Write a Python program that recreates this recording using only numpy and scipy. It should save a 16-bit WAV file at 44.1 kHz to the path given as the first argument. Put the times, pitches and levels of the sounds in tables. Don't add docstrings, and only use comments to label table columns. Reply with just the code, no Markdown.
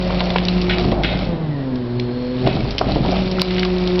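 import sys
import numpy as np
from scipy import signal
from scipy.fft import rfft, irfft
from scipy.io import wavfile

SR = 44100
rng = np.random.default_rng(int(sys.argv[2]) if len(sys.argv) > 2 else 0)


def wav_out(sig):
    wavfile.write(sys.argv[1], SR, np.round(np.clip(np.atleast_2d(sig).T, -1, 1) * 32767).astype(np.int16))


N = 176400
T = np.arange(N) / SR
HZ = np.fft.rfftfreq(N, 1 / SR)

# (frequency [Hz], relative density [dB])
ROAR_SPECTRUM = [(20, -7), (36, -11), (76, -8.5), (124, -5), (186, -12), (270, -7.5), (490, -10.5),
                 (750, -21.5), (1000, -16.5), (1350, -25.5), (1700, -23.5), (2500, -28.5), (4100, -29),
                 (5500, -37.5), (7000, -58)]
# (multiple of firing rate, relative level [dB])
ENGINE_PARTIALS = [(1, -1.5), (2, -10), (3, -18), (4, -27), (5, -18.5), (6, -21)]
# (time [s], level [dB])
ENGINE_LEVEL_DB = [(0, -26.5), (.5, -27), (1.2, -24), (1.4, -46), (1.9, -38.5), (2.4, -37.5), (2.9, -28.5),
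                   (3.13, -23.5), (3.28, -29.5), (4, -29)]
# (time [s], pitch [Hz])
PUMP_PITCH_HZ = [(0, 181.1), (.5, 179.8), (.8, 180.5), (1.08, 174.2), (1.2, 184), (1.4, 161), (1.62, 135.5),
                 (1.75, 126.2), (1.87, 120.5), (2.0, 121.7), (2.25, 124.2), (2.5, 128.2), (2.75, 135.2),
                 (2.95, 158.5), (3.06, 181.4), (3.17, 187.1), (3.5, 182.8), (4, 180.6)]
# (time [s], relative level of each [dB])
PUMP_LOW_DB = [(0, -20.5, -30, -29, -38), (.3, -22, -34, -34.5, -37), (.6, -18, -25, -38, -44),
               (.8, -24, -22, -48, -41), (1, -27.5, -28.5, -39.5, -38), (1.12, -25, -51, -40, -56),
               (1.3, -26, -32.5, -31.5, -49), (1.52, -21, -32.5, -42.5, -40.5),
               (1.75, -29, -19.5, -33.5, -36.5), (1.87, -28, -29, -31, -44),
               (1.97, -21.5, -24.5, -27.5, -47), (2.1, -27, -27.5, -26, -33), (2.22, -37.5, -24, -41, -29),
               (2.42, -22, -23.5, -29.5, -33.5), (2.6, -24.5, -47, -32.5, -56),
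               (2.76, -53, -37, -39.5, -49.5), (2.95, -42, -29, -42, -41), (3.12, -18.5, -30.5, -37.5, -44),
               (3.33, -24, -25, -34, -43.5), (3.65, -20.5, -22, -39, -37), (4, -21.5, -19.5, -32, -43.5)]
# (multiple, relative level [dB])
PUMP_HIGH_DB = [(5, -45.5), (6, -51), (7, -51), (8, -66.5), (9, -59), (11, -59), (13, -55.5)]
# (time [s], rms depth [dB])
PUMP_FLUTTER_DB = [(0, 1.5), (.8, 1.5), (1.1, 1.5), (1.6, 2.3), (1.95, 1.0), (2.35, 1.8), (2.6, 2),
                   (3.1, 1.5), (3.6, 1.4)]
# (start [s], length [s], level [dB], start [Hz], end [Hz])
VALVE_WHISTLES = [(1.481, .18, -44.5, 1965, 1846), (1.85, 0.7, -49.5, 4250, 4271)]
# (time [s], level [dB])
THUD_DB = [(0, -30), (.8, -30.5), (.86, -18.5), (.97, -21), (1.08, -27), (1.28, -22), (1.45, -30.5),
           (1.9, -38), (2.33, -45), (2.46, -20), (2.6, -18.5), (2.76, -30.5), (2.86, -20.5), (2.97, -17.5),
           (3.14, -27.5), (3.3, -28.5), (3.65, -38.5), (4, -43)]
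# (frequency [Hz], relative density [dB])
THUD_SPECTRUM = [(20, -9), (40, -4.5), (75, -8.5), (130, -2), (240, -2), (330, -9), (450, -15),
                 (700, -21.5), (1500, -55)]
# (time [s], level [dB])
GRIND_LEVEL_DB = [(0, -32), (.22, -28), (.45, -36.5), (.8, -27.5), (.86, -35.5), (.97, -22.5), (1.08, -24),
                  (1.28, -32), (1.5, -42.5), (1.8, -44.5), (2.33, -45), (2.39, -30.5), (2.5, -29.5),
                  (2.6, -28.5), (2.72, -37.5), (2.803, -36), (2.822, -19), (2.98, -32.5), (3.07, -27.5),
                  (3.14, -24), (3.25, -36.5), (3.65, -36), (4, -38)]
# (frequency [Hz], relative density [dB])
GRIND_SPECTRUM = [(150, -26.5), (350, 0), (480, 0), (700, 6), (850, -2.5), (1050, -10), (1400, -11),
                  (2200, -27), (5000, -43)]
# (frequency [Hz], width [Hz], lift [dB])
PLATE_MODES = [(470, 10, 2.4), (607, 67, 4.5), (798, 13, 1.4), (796, 40, 4.5)]
# (time [s], level [dB])
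CRINKLE_LEVEL_DB = [(0, -33), (.19, -29), (.42, -32.5), (.62, -30.5), (.85, -31), (.99, -42.5), (1.24, -32),
                    (1.38, -59.5), (1.85, -56), (2.33, -41.5), (2.48, -34), (2.7, -36), (2.83, -39),
                    (2.92, -29), (3.0, -35), (3.14, -28), (3.27, -33), (3.58, -30.5), (3.7, -34), (4, -31)]
# (frequency [Hz], relative density [dB])
CRINKLE_SPECTRUM = [(400, 4), (900, -2.5), (1300, 1.5), (1650, -3), (2300, 3.5), (3200, 2), (4300, 2.5),
                    (5000, -2.5), (6000, -5)]
# (frequency [Hz], relative level [dB], T60 [s])
TIN_A_MODES = [(1484, 2, 0.071), (1870, -7, .1), (2120, -10, .12), (2160, 5, 0.084), (2320, -10.5, 0.35),
               (2575, -3.5, 0.28), (2880, 0, .12), (3300, -1.5, .08), (3150, -8.5, 0.22),
               (3800, -16.5, 0.064), (3900, 3, .08)]
TIN_B_MODES = [(1486, 5.5, 0.048), (2110, 8.5, .035), (2573, -1, 0.17), (2789, -16, .14), (3280, -3, .15),
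               (3440, -15, 0.17), (3540, -6, 0.13), (3717, -1.5, .24), (4016, -3.5, 0.22)]
# (time [s], level [dB], decay [s], tin)
TIN_STRIKES = [(.3835, -37, 0.027, "a"), (0.696, -19.5, .04, "a"), (1.0346, -25, 0.11, "b"),
               (2.464, -28, .06, "a")]
# (time [s], relative level [dB], centre [Hz], decay [s])
HOPPER_KNOCKS = [(.1035, -6, 610, 0.0032), (.207, -9.5, 750, 0.0067), (.358, 1.5, 760, 0.0023),
                 (.484, -17.5, 800, .005), (.839, -14, 620, 0.0068), (.848, -10, 260, 0.013),
                 (.88, -4, 200, 0.0055), (.917, -8.5, 496, .013), (2.469, -2, 470.6, 0.013),
                 (2.566, -15, 620, 0.0081), (2.65, -18, 700, 0.0061), (2.8105, 0.5, 660.2, 0.0037),
                 (2.956, -3, 400, 0.0092), (3.082, -7, 250, 0.011), (3.047, -14, 650, 0.0092),
                 (3.383, -13.5, 1000, 0.0051), (3.4172, -3, 800, .002), (3.649, -17.5, 900, 0.0062),
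                 (3.974, -19.5, 650, 0.01)]
# (time [s], relative level [dB], centre [Hz], decay [s])
PLASTIC_SNAPS = [(.2049, -4.5, 2600, 0.0025), (.2095, -15, 3000, 0.0018), (.256, -15, 4500, 0.0019),
                 (.3032, -8.5, 2800, 0.0031), (.3605, -6.5, 2010, 0.0035), (.3838, -2.5, 2300, 0.0013),
                 (.4514, -7.5, 3900, 0.0017), (.4843, -1.5, 3300, 0.0023), (.615, -14.5, 3800, 0.0074),
                 (.784, -4, 2600, 0.00099), (.7968, -11.5, 3900, 0.0019), (.9165, -15, 2600, 0.006),
                 (1.0345, -10.5, 3500, 0.0045), (1.045, -6, 1900, .005), (1.756, -23, 4000, 0.0032),
                 (1.9969, -9, 3500, 0.002), (2.4745, -5.5, 4000, 0.0017), (2.7072, -14.5, 4300, 0.0068),
                 (2.7818, -2.5, 3700, .0025), (2.7895, -5, 3600, 0.0018), (3.1148, -17, 4700, 0.0069),
                 (3.3139, -12.5, 4400, .003), (3.3955, -7, 2800, 0.0024), (3.411, -12.5, 3700, 0.0023),
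                 (3.4172, 5, 3800, 0.0014), (3.5079, -12.5, 2500, .004), (3.5643, -15, 2600, 0.0032),
                 (3.5818, -9, 2600, 0.0038), (3.595, -7, 4200, 0.0028), (3.6301, -5, 2150, 0.0027),
                 (3.649, -10.5, 2900, 0.0044), (3.7835, -12, 4100, .0015), (3.817, -20.5, 3900, .0015),
                 (3.8741, -9.5, 4600, 0.0037), (3.992, -10.5, 3500, 0.0035)]


def amp(db):
    return 10 ** (np.asarray(db) / 20)


def unit(x):
    return x / np.sqrt(np.mean(x ** 2) + 1e-20)


def curve(rows, column=1):
    rows = np.array(rows)
    return np.interp(T, rows[:, 0], rows[:, column])


def add(mix, start_s, sound):
    part = mix[round(start_s * SR):][:len(sound)]
    part += sound[:len(part)]


def colour(x, spectrum, modes=()):
    hz, db = np.transpose(spectrum)
    modes_db = sum(lift / (1 + (2 * (HZ - centre) / width) ** 2) for centre, width, lift in modes)
    log_gain = np.log(amp(np.interp(np.log(HZ + 1), np.log(hz), db) + modes_db))
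    cepstrum = 2 * irfft(log_gain, N) * (np.arange(N) < N // 2)
    cepstrum[0] /= 2
    return unit(irfft(rfft(x) * np.exp(rfft(cepstrum)), N))


def wander(rate_hz):
    return unit(irfft(rfft(rng.standard_normal(N)) * np.exp(-(HZ / rate_hz) ** 2), N))


def clicks(per_s, spread_db):
    size = amp(spread_db * np.minimum(rng.exponential(1, N), 4.5))
    return unit(size * rng.choice([-1, 1], N) * (rng.random(N) < per_s / SR))


def band(centre_hz, octaves, size=SR // 2):
    hz = np.fft.rfftfreq(size, 1 / SR)
    shape = 1 / (1 + (np.log2((hz + 1) / centre_hz) / octaves) ** 6) ** .5
    return unit(irfft(rfft(rng.standard_normal(size)) * shape, size))


def harmonics(phase, partials, flutter_db, flutter_hz):
    out = np.zeros(N)
    for multiple, db in partials:
        gain = amp(db + flutter_db * wander(flutter_hz))
        out += gain * np.sqrt(2) * np.cos(multiple * phase + 2 * np.pi * rng.random())
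    return out


def bursts(rows, octaves, rise_s):
    out, t = np.zeros(N), T[:SR // 2]
    for start_s, db, centre_hz, decay_s in rows:
        fall = np.exp(-t / decay_s)
        rise = 1 - np.exp(-(t / rise_s) ** 2)
        burst = band(centre_hz, octaves) * fall * rise
        add(out, start_s, amp(db) * burst * np.linalg.norm(fall) / np.linalg.norm(burst))
    return out


def roar(level_db=-32.5):
    return amp(level_db) * colour(rng.standard_normal(N), ROAR_SPECTRUM)


def engine(firing_hz=53.38, jitter=.025):
    phase = 2 * np.pi * firing_hz * np.cumsum(1 + jitter * wander(rate_hz=11)) / SR
    throb = harmonics(phase, ENGINE_PARTIALS, flutter_db=1.7, flutter_hz=17)
    return amp(curve(ENGINE_LEVEL_DB)) * throb


def pump(gain_db=-.5, jitter=.004):
    pitch_hz = curve(PUMP_PITCH_HZ) * (1 + jitter * wander(rate_hz=25))
    phase = 2 * np.pi * np.cumsum(pitch_hz) / SR
    partials = [(k, curve(PUMP_LOW_DB, column=k)) for k in range(1, 5)] + PUMP_HIGH_DB
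    return amp(gain_db) * harmonics(phase, partials, curve(PUMP_FLUTTER_DB), flutter_hz=24)


def valves(width_hz=190):
    out = np.zeros(N)
    for start_s, length_s, db, start_hz, end_hz in VALVE_WHISTLES:
        progress = np.clip((T - start_s) / length_s, 0, 1)
        phase = 2 * np.pi * np.cumsum(start_hz + (end_hz - start_hz) * progress) / SR
        hiss = wander(width_hz / 2) * np.cos(phase) + wander(width_hz / 2) * np.sin(phase)
        out += amp(db) * np.sqrt(abs(np.sin(np.pi * progress))) * hiss
    return out


def thuds():
    return amp(curve(THUD_DB)) * colour(clicks(per_s=500, spread_db=2.5), THUD_SPECTRUM)


def grinding():
    slips = clicks(per_s=1800, spread_db=1.5) * amp(3 * wander(rate_hz=14))
    return amp(curve(GRIND_LEVEL_DB)) * colour(slips, GRIND_SPECTRUM, PLATE_MODES)


def crinkle():
    creases, t = np.zeros(N), T[:512]
    for hz in np.geomspace(900, 5600, 18):
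        crease = unit(np.sin(2 * np.pi * hz * t) * np.exp(-t * hz / 2.5)) * np.sqrt(hz)
        creases += signal.oaconvolve(clicks(per_s=110, spread_db=3.5), crease)[:N]
    sheet = unit(creases) + .78 * clicks(per_s=140, spread_db=2) + rng.standard_normal(N)
    sheet *= amp(.6 * wander(rate_hz=100))
    return amp(curve(CRINKLE_LEVEL_DB)) * colour(sheet, CRINKLE_SPECTRUM)


def clatters(rattle_per_s=450, rattle_db=-7, rasp_db=-.5):
    out, t = np.zeros(N), T[:SR // 2]
    for start_s, db, decay_s, tin in TIN_STRIKES:
        fall = np.exp(-t / decay_s)
        taps = amp(rattle_db) * fall * rng.standard_normal(len(t))
        taps *= rng.random(len(t)) < rattle_per_s / SR
        taps[0] = 1
        ring = sum(amp(mode_db - 60 * t / t60_s) * np.sin(2 * np.pi * (hz * t + rng.random()))
                   for hz, mode_db, t60_s in {"a": TIN_A_MODES, "b": TIN_B_MODES}[tin])
        rattle = signal.fftconvolve(taps, ring)[:len(t)]
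        rattle *= np.linalg.norm(fall) / np.linalg.norm(rattle)
        rasp = fall * band(centre_hz=2550, octaves=.55)
        add(out, start_s, amp(db) * (rattle + amp(rasp_db) * rasp))
    return out


def knocks(gain_db=-6.5):
    return amp(gain_db) * bursts(HOPPER_KNOCKS, octaves=.68, rise_s=.0024)


def snaps(gain_db=-7.5):
    return amp(gain_db) * bursts(PLASTIC_SNAPS, octaves=.63, rise_s=.00039)


def hopper(x, t60_s=.25, wet_db=-11.5):
    t = T[:SR // 2]
    echoes = rng.standard_normal(len(t)) * (rng.random(len(t)) < .06)
    tail = echoes * (t > .003) * amp(-60 * t / t60_s)
    return x + amp(wet_db) * signal.fftconvolve(x, tail / np.linalg.norm(tail))[:N]


def scene():
    crushing = crinkle() + clatters() + snaps() + knocks()
    machine = pump() + engine() + roar() + valves()
    return (machine + thuds() + grinding() + hopper(crushing))[None]


def record(dry, mic_hz=5650, threshold_db=-4, release_db_per_s=75, clip_db=-2.5, cutoff_hz=15800):
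    mic_fir = signal.firwin(161, mic_hz, window=("kaiser", 7), fs=SR)
    x = signal.fftconvolve(dry[0], mic_fir, "same")
    over_db = np.maximum(20 * np.log10(abs(x) + 1e-9) - threshold_db, 0)
    duck_db = np.maximum.accumulate(over_db + release_db_per_s * T) - release_db_per_s * T
    duck_db = signal.lfilter(np.ones(64) / 64, 1, duck_db)
    x = np.clip(x * amp(-duck_db), -amp(clip_db), amp(clip_db))
    output_fir = signal.firwin(511, cutoff_hz, window=("kaiser", 9), fs=SR)
    return signal.fftconvolve(x, output_fir, "same")[None]


dry = scene()
out = record(dry)
wav_out(out)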